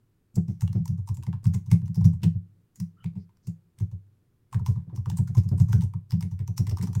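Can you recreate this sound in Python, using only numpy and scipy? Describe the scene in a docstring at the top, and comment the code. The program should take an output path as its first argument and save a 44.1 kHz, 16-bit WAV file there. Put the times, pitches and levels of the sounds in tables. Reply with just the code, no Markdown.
"""Keys clatter in a fast run of computer typing, thin out to a few single taps, then race off again.
Each keycap clacks against its switch and the plastic case; the blow travels on through the desk into
the microphone stand as a deep thump with a woody knock. Faint squeaks and brushes slip in between
the single taps. The room is small and well damped, over a very quiet bed of rumble and hiss."""
import sys
import numpy as np
from scipy import signal
from scipy.fft import rfft, irfft
from scipy.io import wavfile

SR = 44100
rng = np.random.default_rng(int(sys.argv[2]) if len(sys.argv) > 2 else 0)


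def generate_wav(sig):
    """Save sig (samples, or channels by samples) to the path in sys.argv[1] as 16-bit PCM at SR."""
    pcm = np.round(np.clip(np.atleast_2d(sig).T, -1, 1) * 32767).astype(np.int16)
    wavfile.write(sys.argv[1], SR, pcm)


N = 308700

# The colour of the room tone. Each row: frequency in Hz, relative spectral level in dB.
ROOM_TONE_CURVE = [(20, -9), (65, -8), (110, 0), (220, -13), (350, -13), (600, -29), (1400, -32),
                   (2800, -38), (6000, -42), (16000, -41)]
# Keycaps touched, landing or springing back; where the finger hits sets how much case and plate take.
# Each row: start in seconds, keycap level in dB, case and plate levels in dB above the keycap,
# rattle t60 in seconds, this key's own ring in Hz.
KEYSTROKES = [(0.356, -47.5, -21.5, -19.5, 0.047, 7200), (0.4784, -61.5, -5.5, -4.0, 0.26, 5740),
              (0.608, -50, -8, -7.5, 0.12, 6650), (0.6187, -50.5, -1, -3.5, 0.026, 6760.0),
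              (0.677, -61, 3, 6.5, 0.014, 2760), (0.7293, -56.5, -5.5, -5.0, 0.02, 5710.0),
              (0.7425, -67, 3, 2, 0.32, 5640.0), (0.8557, -51, 0, -10, 0.029, 6880),
              (0.8782, -50.0, -25, -10.5, 0.028, 5900), (0.977, -70.0, 5.5, -5, 0.17, 6660),
              (1.0739, -55, 5, -13.5, 0.071, 8200), (1.0878, -54.5, 6.5, -3.0, 0.038, 5770),
              (1.1436, -57.5, -17.0, -17, 0.067, 7400), (1.17, -56, -5, -9, 0.046, 7350.0),
              (1.226, -64, -1.0, 3.5, 0.05, 2650.0), (1.234, -56.5, 2, -15, 0.027, 2780.0),
              (1.266, -60.5, 8, 3.5, 0.05, 2270), (1.3285, -67.5, 18.5, 10.5, 0.08, 1640.0),
              (1.4417, -53, -0.5, -12, 0.072, 8400), (1.4542, -57.5, 2, 3, 0.023, 2090),
              (1.467, -53, -23, -8.0, 0.041, 5190.0), (1.5369, -49, -7, -6, 0.084, 6360.0),
              (1.5462, -51.5, -1.0, -4, 0.019, 7400), (1.6603, -65.5, -1, -6, 0.12, 6140.0),
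              (1.7142, -42.5, -2, -0.5, 0.037, 2180.0), (1.731, -53, -16, -1.5, 0.031, 2360),
              (1.817, -74, 5, 4.0, 0.032, 1520.0), (1.8574, -65, -7, -3, 0.115, 5990.0),
              (1.879, -67.5, 0.5, -0.5, 0.02, 6860), (1.945, -53, -10, -8, 0.2, 5310.0),
              (1.958, -56, -6, -16, 0.022, 4830.0), (2.0088, -62.5, 12, -3, 0.064, 5800),
              (2.042, -49.5, -4, -5, 0.13, 5440.0), (2.0519, -49.0, -15.5, -13, 0.041, 5950),
              (2.1317, -67.5, 5, -4, 0.082, 8000.0), (2.2322, -45.0, -4, 2.5, 0.078, 2920),
              (2.7572, -57.5, -20.0, -13.5, 0.076, 7050), (2.8, -49.5, -15, -8.5, 0.04, 5450),
              (3.0422, -61.5, 5.5, 7.5, 0.018, 2290.0), (3.0592, -72.5, 2, 14, 0.061, 2330),
              (3.1534, -74.5, 8.5, 4.5, 0.2, 2350), (3.2922, -88, 18.5, 8, 0.052, 1402),
              (3.37, -77.5, -5, -1, 0.016, 5400), (3.4688, -55.5, -18, -9, 0.106, 7200),
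              (3.786, -61.0, -20, -2.5, 0.033, 8760), (3.799, -60.5, -2.0, -1.5, 0.11, 6210.0),
              (3.9127, -71.5, 1.5, -2.5, 0.1, 6680.0), (4.527, -53.5, 14, -3, 0.07, 8100),
              (4.5445, -58.5, 6, 9.5, 0.021, 1600), (4.5948, -68, 17, -7, 0.032, 1470),
              (4.6614, -46.5, 6, -2.5, 0.072, 5640.0), (4.6743, -55, -21, -7, 0.2, 1490.0),
              (4.754, -73.5, 18, 5, 0.27, 1620), (4.8944, -85.5, 25.5, 12.0, 0.16, 1700.0),
              (4.9604, -55.5, -8.0, -8.0, 0.017, 5600), (4.9728, -63.5, 7.5, -4, 0.069, 5540),
              (5.0581, -60.5, 14.5, 5.5, 0.04, 1440), (5.0992, -47.5, 1.5, -1.5, 0.014, 6200),
              (5.1155, -68, -30, 8.5, 0.01, 1560.0), (5.1702, -45, -9.5, -16, 0.083, 8250),
              (5.1844, -50.5, 1, -7, 0.052, 7740), (5.2734, -57, -4.5, 0, 0.11, 1450.0),
              (5.3486, -54, 9, -7, 0.055, 6270), (5.368, -53.0, -7, -2.5, 0.085, 6350),
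              (5.3792, -50.5, -10, -3.5, 0.069, 5360), (5.433, -63.5, 0.0, -8.0, 0.15, 6360.0),
              (5.4884, -54.5, -11, -16, 0.024, 5260), (5.5108, -68.0, 7.5, 3, 0.42, 1470),
              (5.5776, -54, -2.0, -9.5, 0.2, 8390.0), (5.599, -49.5, -4.0, -6.5, 0.085, 6250),
              (5.6142, -54, -18, -16, 0.033, 6440.0), (5.6836, -55, 1, -7.5, 0.33, 6290.0),
              (5.7218, -47, -13, -11, 0.17, 5780.0), (5.7294, -48.5, 4.5, 6.5, 0.013, 1500.0),
              (5.809, -56.5, -8.0, -2, 0.016, 3170.0), (5.8176, -54.0, 4, -2.5, 0.071, 5920.0),
              (5.8362, -57, -20.0, -11, 0.043, 8900), (5.9364, -68, 17.5, 5.0, 0.03, 1380),
              (6.1072, -51.5, -8.5, -3, 0.021, 4850), (6.119, -52.5, -1.5, 0.5, 0.1, 5480),
              (6.2075, -50.5, -4, -7, 0.048, 5310.0), (6.226, -52, -5, 0.5, 0.019, 2120),
              (6.31, -63, 1, -5, 0.16, 5970), (6.3912, -63.5, 2, 4, 0.098, 2160.0),
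              (6.4766, -52.5, -2.0, -5.5, 0.032, 6200), (6.5776, -39.0, -8.0, -8.0, 0.043, 5710.0),
              (6.668, -51, 0, -0.5, 0.057, 2140), (6.6947, -47.5, -18, -5.5, 0.021, 5400),
              (6.7112, -56, 1, 3.5, 0.043, 5310.0), (6.771, -52.0, 7.5, -7.0, 0.02, 5190.0),
              (6.7842, -56, 6, 0.0, 0.028, 1450.0), (6.812, -54.5, -4, 2.5, 0.038, 2090),
              (6.8246, -49, -7, -6, 0.071, 7900), (6.827, -47.5, -4, -3.0, 0.106, 5400),
              (6.8705, -54.0, 4.0, -4.0, 0.07, 5900), (6.9302, -56.0, -2, -6.0, 0.037, 5640.0),
              (6.95, -48.5, -1, -2, 0.042, 6850)]
# The ranges of case, switch plate, keycap and cap edge. Each row: low end in Hz, high end in Hz.
KEY_PART_BANDS = [(780, 1161), (1250, 4570), (4300, 9000), (9000, 28000)]
# The plastic colour that all keys share. Each row: centre in Hz, width in Hz, boost in dB.
PLASTIC_RESONANCES = [(2080, 730, 2), (5670, 960, 2), (8750, 470, 2), (13400, 2500, 0.5)]
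# Blows that reach the desk; the spot struck favours one pitch, and a hard landing adds a knock.
# Each row: start in seconds, strength in dB, favoured pitch in Hz, knock offset from strength in dB.
DESK_BLOWS = [(0.3633, -11.5, 166, -33), (0.48, -16.5, 161.0, -37.5), (0.6195, -16.5, 112.0, -37.5),
              (0.684, -23.5, 123, -41), (0.7464, -12, 162, -33), (0.7833, -20, 159.0, -42),
              (0.8855, -20.0, 121, -41.5), (0.9164, -28, 168, -42), (0.9796, -25.0, 115.4, -39),
              (1.0919, -20.5, 104, -39.5), (1.1767, -27, 128, -33), (1.2699, -18, 149, -39),
              (1.3325, -26.5, 122, -37), (1.4537, -11.5, 131.4, -45.5), (1.488, -27, 191, -36),
              (1.541, -14.5, 155, -42.5), (1.667, -28, 116, -45), (1.7114, -9.5, 135, -40),
              (1.7298, -13, 160, -36.5), (1.8233, -21, 139.5, -43), (1.8839, -24, 148.5, -44.5),
              (1.962, -14.5, 164, -35), (1.9995, -17, 106, -39.5), (2.0415, -7.5, 140.5, -44.5),
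              (2.0726, -30.0, 162, -24.5), (2.1282, -23, 118.0, -43), (2.228, -13.5, 163.4, -31),
              (2.247, -13, 168.7, -38.5), (2.343, -22.5, 112.6, -40), (2.796, -16.5, 217, -48.5),
              (3.0427, -23.0, 153.3, -36), (3.1569, -18.5, 220, -41), (3.4678, -24.5, 147, -32.5),
              (3.803, -19.5, 104.5, -33), (3.918, -28.5, 98.5, -37.5), (4.544, -17, 125.0, -36),
              (4.601, -21.0, 116.0, -40), (4.6796, -14, 120, -35.5), (4.7588, -22.5, 120.5, -41),
              (4.8647, -34, 141, -29), (4.922, -29, 130, -29), (4.9748, -22.0, 120, -40.5),
              (5.0622, -21.5, 116, -34), (5.1121, -20.0, 145.5, -42), (5.1862, -13.5, 133, -36.5),
              (5.2869, -23, 135, -35), (5.3658, -9.5, 119, -37), (5.447, -21.5, 127.0, -41.5),
              (5.5107, -9.5, 157, -35.5), (5.5236, -12.5, 170, -38), (5.5967, -10, 117, -39),
              (5.6853, -16.5, 109, -43), (5.7319, -10.5, 119, -37.5), (5.7682, -16, 145, -42),
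              (5.825, -18.0, 115, -37), (5.9395, -24, 119, -41.5), (6.1221, -15.5, 136.5, -36),
              (6.158, -19.5, 213.0, -46), (6.2172, -24, 87.3, -31.5), (6.2395, -25, 177, -37),
              (6.3121, -23.0, 85.0, -45), (6.395, -22.5, 109, -38), (6.479, -22.5, 112.0, -32.5),
              (6.5885, -15.5, 126, -34), (6.6153, -27.5, 168, -29), (6.6707, -21.5, 106, -34.5),
              (6.7066, -19.5, 95, -29.5), (6.7891, -23.5, 131, -32.5), (6.822, -15.5, 223, -34.5),
              (6.8797, -23.0, 126, -28.5), (6.9529, -17.5, 118, -35.5)]
# The deep modes of desk and stand. Each row: pitch in Hz, relative level in dB, t60 in seconds.
DEEP_MODES = [(80.9, -21.5, 0.1), (97.4, 1, 0.4), (123.34, 1, 0.24), (164.1, 1.5, 0.21), (168.9, 2.5, 0.18),
              (191.6, -5.5, .17)]
# The woody modes of the desk top. Each row: pitch in Hz, relative level in dB, t60 in seconds.
WOOD_MODES = [(262, 1.5, 0.12), (327.2, -1, 0.076), (365.4, -8, 0.11), (416, -9.5, 0.14), (526, -23, 0.72),
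              (583, -32, 0.14)]
# The thin ring of the microphone stand. Each row: pitch in Hz, relative level in dB, t60 in seconds.
STAND_MODES = [(723, -0.5, .12), (800, -17, 0.11)]
# Faint squeaks and brushes between the single taps.
# Each row: start in seconds, length in seconds, centre in Hz, width in Hz, rms level in dB.
SQUEAKS_AND_BRUSHES = [(2.965, 0.083, 1344, 180, -70), (2.982, 0.073, 3000, 180, -73.5),
                       (3.167, 0.093, 4900, 1200, -80), (3.424, 0.057, 5550, 2000, -77)]


def from_db(db):
    """Decibels to gain."""
    return 10 ** (np.asarray(db) / 20)


def seconds(length):
    """Time axis for a sound of this length."""
    return np.arange(int(length * SR)) / SR


def decay(t, t60):
    """A fade that loses 60 dB in t60 seconds."""
    return from_db(-60 * t / t60)


def unit_energy(x):
    """Scale each row so that its squares sum to one."""
    return x / np.sqrt(np.sum(x ** 2, axis=-1, keepdims=True) + 1e-20)


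def at_level(x, db, length_s):
    """Give each row the energy of a sound of this rms level and length."""
    return unit_energy(x) * from_db(db) * np.sqrt(length_s * SR)


def band(x, low_hz, high_hz, order=2):
    """Band-pass filter."""
    edges_hz = [low_hz, min(high_hz, SR / 2 - 1)]
    return signal.sosfilt(signal.butter(order, edges_hz, "band", fs=SR, output="sos"), x)


def boost(x, hz, width_hz, db):
    """Bring out one resonance."""
    return x + (from_db(db) - 1) * signal.lfilter(*signal.iirpeak(hz, hz / width_hz, fs=SR), x)


def add(track, start_s, sound):
    """Drop a sound onto the track at start_s."""
    start = max(round(start_s * SR), 0)
    track[start:start + len(sound)] += sound[:max(N - start, 0)]


def room_tone(level_db=-67.5):
    """A steady bed of faint rumble and microphone hiss."""
    hz, db = np.transpose(ROOM_TONE_CURVE)
    bin_hz = np.maximum(np.arange(N // 2 + 1) * SR / N, 1)
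    colour = from_db(np.interp(np.log(bin_hz), np.log(hz), db))
    noise = irfft(rfft(rng.standard_normal(N)) * colour, N)
    return at_level(noise, level_db, N / SR)


def plastic_body(x, case_hz, plate_hz, key_hz):
    """The keyboard's shared colour, plus the rings of hollow case, switch plate and this one key."""
    for hz, width_hz, db in PLASTIC_RESONANCES:
        x = boost(x, hz, width_hz, db)
    x = boost(x, case_hz, width_hz=260, db=9.5)
    x = boost(x, plate_hz, width_hz=230, db=4.5)
    return boost(x, key_hz, width_hz=0.15 * key_hz, db=10.5)


def key_clacks(snap_db=2, scrape_db=-17, grain_db=4.5, edge_db=-2.5, lead_s=0.015):
    """The stem slides down with a faint scrape, lands with a snap, and the loose cap rattles to rest."""
    t, count = seconds(0.12) - lead_s, len(KEYSTROKES)
    since_landing = np.maximum(t, 0)
    starts, cap_db, case_db, plate_db, rattle_t60, key_hz = np.transpose(KEYSTROKES)[:, :, None]
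    # Case and plate ring at a new pitch on every stroke.
    case_hz = 954 * 2 ** (0.034 * rng.standard_normal(count))
    plate_hz = 1570 * (3000 / 1570) ** rng.random(count)
    noise = rng.standard_normal((count, 5, len(t)))   # four parts, and one row for the grain
    grain = from_db(grain_db * np.clip(noise[:, 4, np.arange(len(t)) // 40], -2, 2))
    # A firm landing snaps and stops; a glancing one rises more slowly and rattles longer.
    rise_s = 0.0006 * (rattle_t60 / 0.1) ** 0.45
    snap = from_db(snap_db) * decay(since_landing, t60=0.0068)
    landing = (decay(since_landing, rattle_t60) + snap) * (1 - np.exp(-since_landing / rise_s))
    scrape = from_db(scrape_db) * decay(np.abs(t), t60=0.057)
    rattle = (landing + scrape) * grain
    case = landing * decay(since_landing, t60=0.51)   # heavy, damped by its feet, feels only the landing
    forces = np.stack([case, rattle, rattle, rattle], axis=1) * noise[:, :4]
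    parts = np.array([plastic_body(*key) for key in zip(forces, case_hz, plate_hz, key_hz[:, 0])])
    clacks, out = 0, np.zeros(N)
    for k, part_db in enumerate((case_db, plate_db, 0, edge_db)):
        part = band(parts[:, k], *KEY_PART_BANDS[k], order=3)
        clacks = clacks + at_level(part, cap_db + part_db, length_s=0.01)
    for start_s, clack in zip(starts[:, 0], clacks):
        add(out, start_s - lead_s, clack)
    return out


def diffuse_tail(x, low_hz, high_hz, t60, build_s):
    """A wash of ringing in one band that builds and dies away behind the sound feeding it."""
    t = seconds(0.8)
    noise = band(rng.standard_normal(len(t)), low_hz, high_hz)
    response = unit_energy(noise * decay(t, t60) * (1 - np.exp(-t / build_s)))
    return signal.fftconvolve(x, response * np.sqrt(2 * (high_hz - low_hz) / SR))[:N]


def desk_thumps(swell_s=0.0051, push_peak_s=0.018, push_width_s=0.022, detune=0.015, lead_s=0.02):
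    """The finger's push drives the deep modes and lets go; they ring on, detuned by the hands' weight."""
    t, out = seconds(0.8) - lead_s, np.zeros(N)
    since_blow = np.maximum(t, 0)
    hz, mode_db, t60 = np.transpose(DEEP_MODES)[:, :, None]
    ring = from_db(-2) * decay(since_blow, t60) * (1 - np.exp(-since_blow / swell_s)) ** 3
    push = from_db(-10) * np.exp(-((t - push_peak_s) / push_width_s) ** 2)
    polarity = (-1) ** np.arange(len(DEEP_MODES))[:, None]
    envelopes = polarity * from_db(mode_db) * (ring + push)
    for start_s, blow_db, favoured_hz, _ in DESK_BLOWS:
        octaves_away = np.abs(np.log2(hz / favoured_hz))
        share_db = np.maximum(-15.5 * octaves_away, -30)   # modes far from the favoured pitch get less
        detuned_hz = hz * (1 + detune * rng.standard_normal(hz.shape))
        modes = from_db(blow_db + share_db) * envelopes * np.sin(2 * np.pi * detuned_hz * t)
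        add(out, start_s - lead_s, modes.sum(axis=0))
    return out


def knocks(modes, levels_db, spread_db, crest_s=0.013):
    """The keyboard's feet chatter on the desk at the height of each push and set these modes ringing."""
    t, out = seconds(0.25), np.zeros(N)
    noise = rng.standard_normal((len(DESK_BLOWS), len(modes) + len(t)))
    chatter = noise[:, len(modes):] * (t / crest_s * np.exp(-t / crest_s)) ** 2
    hits = 0
    for k, (hz, mode_db, t60) in enumerate(modes):
        radius, angle = decay(1 / SR, t60), 2 * np.pi * hz / SR
        dull_chatter = signal.lfilter([1], [1, angle / 2 - 1], chatter)
        ringing = signal.lfilter([1, -1], [1, -2 * radius * np.cos(angle), radius ** 2], dull_chatter)
        hit_db = levels_db + mode_db + spread_db * noise[:, k]
        hits = hits + at_level(ringing, hit_db[:, None], length_s=0.03)
    for (start_s, *_), hit in zip(DESK_BLOWS, hits):
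        add(out, start_s, hit)
    return out


def rubs():
    """Friction noise swells and fades in one resonance: narrow ones squeak, wide ones brush."""
    out = np.zeros(N)
    for start_s, length_s, hz, width_hz, db in SQUEAKS_AND_BRUSHES:
        t = seconds(length_s)
        friction = band(rng.standard_normal(SR), hz - width_hz / 2, hz + width_hz / 2)[-len(t):]
        swell = np.sin(np.pi * t / length_s)
        add(out, start_s, at_level(friction * swell, db, length_s))
    return out


def scene():
    """The mix: clacks come through the air and the room, thumps and knocks through the furniture."""
    _, blow_db, _, hardness_db = np.transpose(DESK_BLOWS)
    knock_db = blow_db + hardness_db
    keys = from_db(-0.5) * key_clacks()
    wood = from_db(-1.5) * knocks(WOOD_MODES, knock_db, spread_db=3.5)
    stand = from_db(-14.5) * knocks(STAND_MODES, knock_db, spread_db=-1.5)
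    desk = from_db(-0.5) * desk_thumps() + wood
    room = from_db(-7.5) * diffuse_tail(keys, low_hz=387, high_hz=16530, t60=0.21, build_s=0.001)
    boom = from_db(-24) * diffuse_tail(desk, low_hz=62.7, high_hz=441.7, t60=0.7, build_s=0.025)
    # The stand rocks slowly with the desk and fills in the sub-bass.
    sway = from_db(15.5) * diffuse_tail(desk, low_hz=18, high_hz=43.5, t60=0.15, build_s=0.01)
    return (keys + desk + stand + room + boom + sway + room_tone() + rubs())[None]


def record(dry):
    """A steep low-pass shaves off the very top."""
    cutoff_hz = 16100
    return signal.sosfilt(signal.ellip(10, 0.1, 80, cutoff_hz, fs=SR, output="sos"), dry)


dry = scene()
out = record(dry)
generate_wav(out)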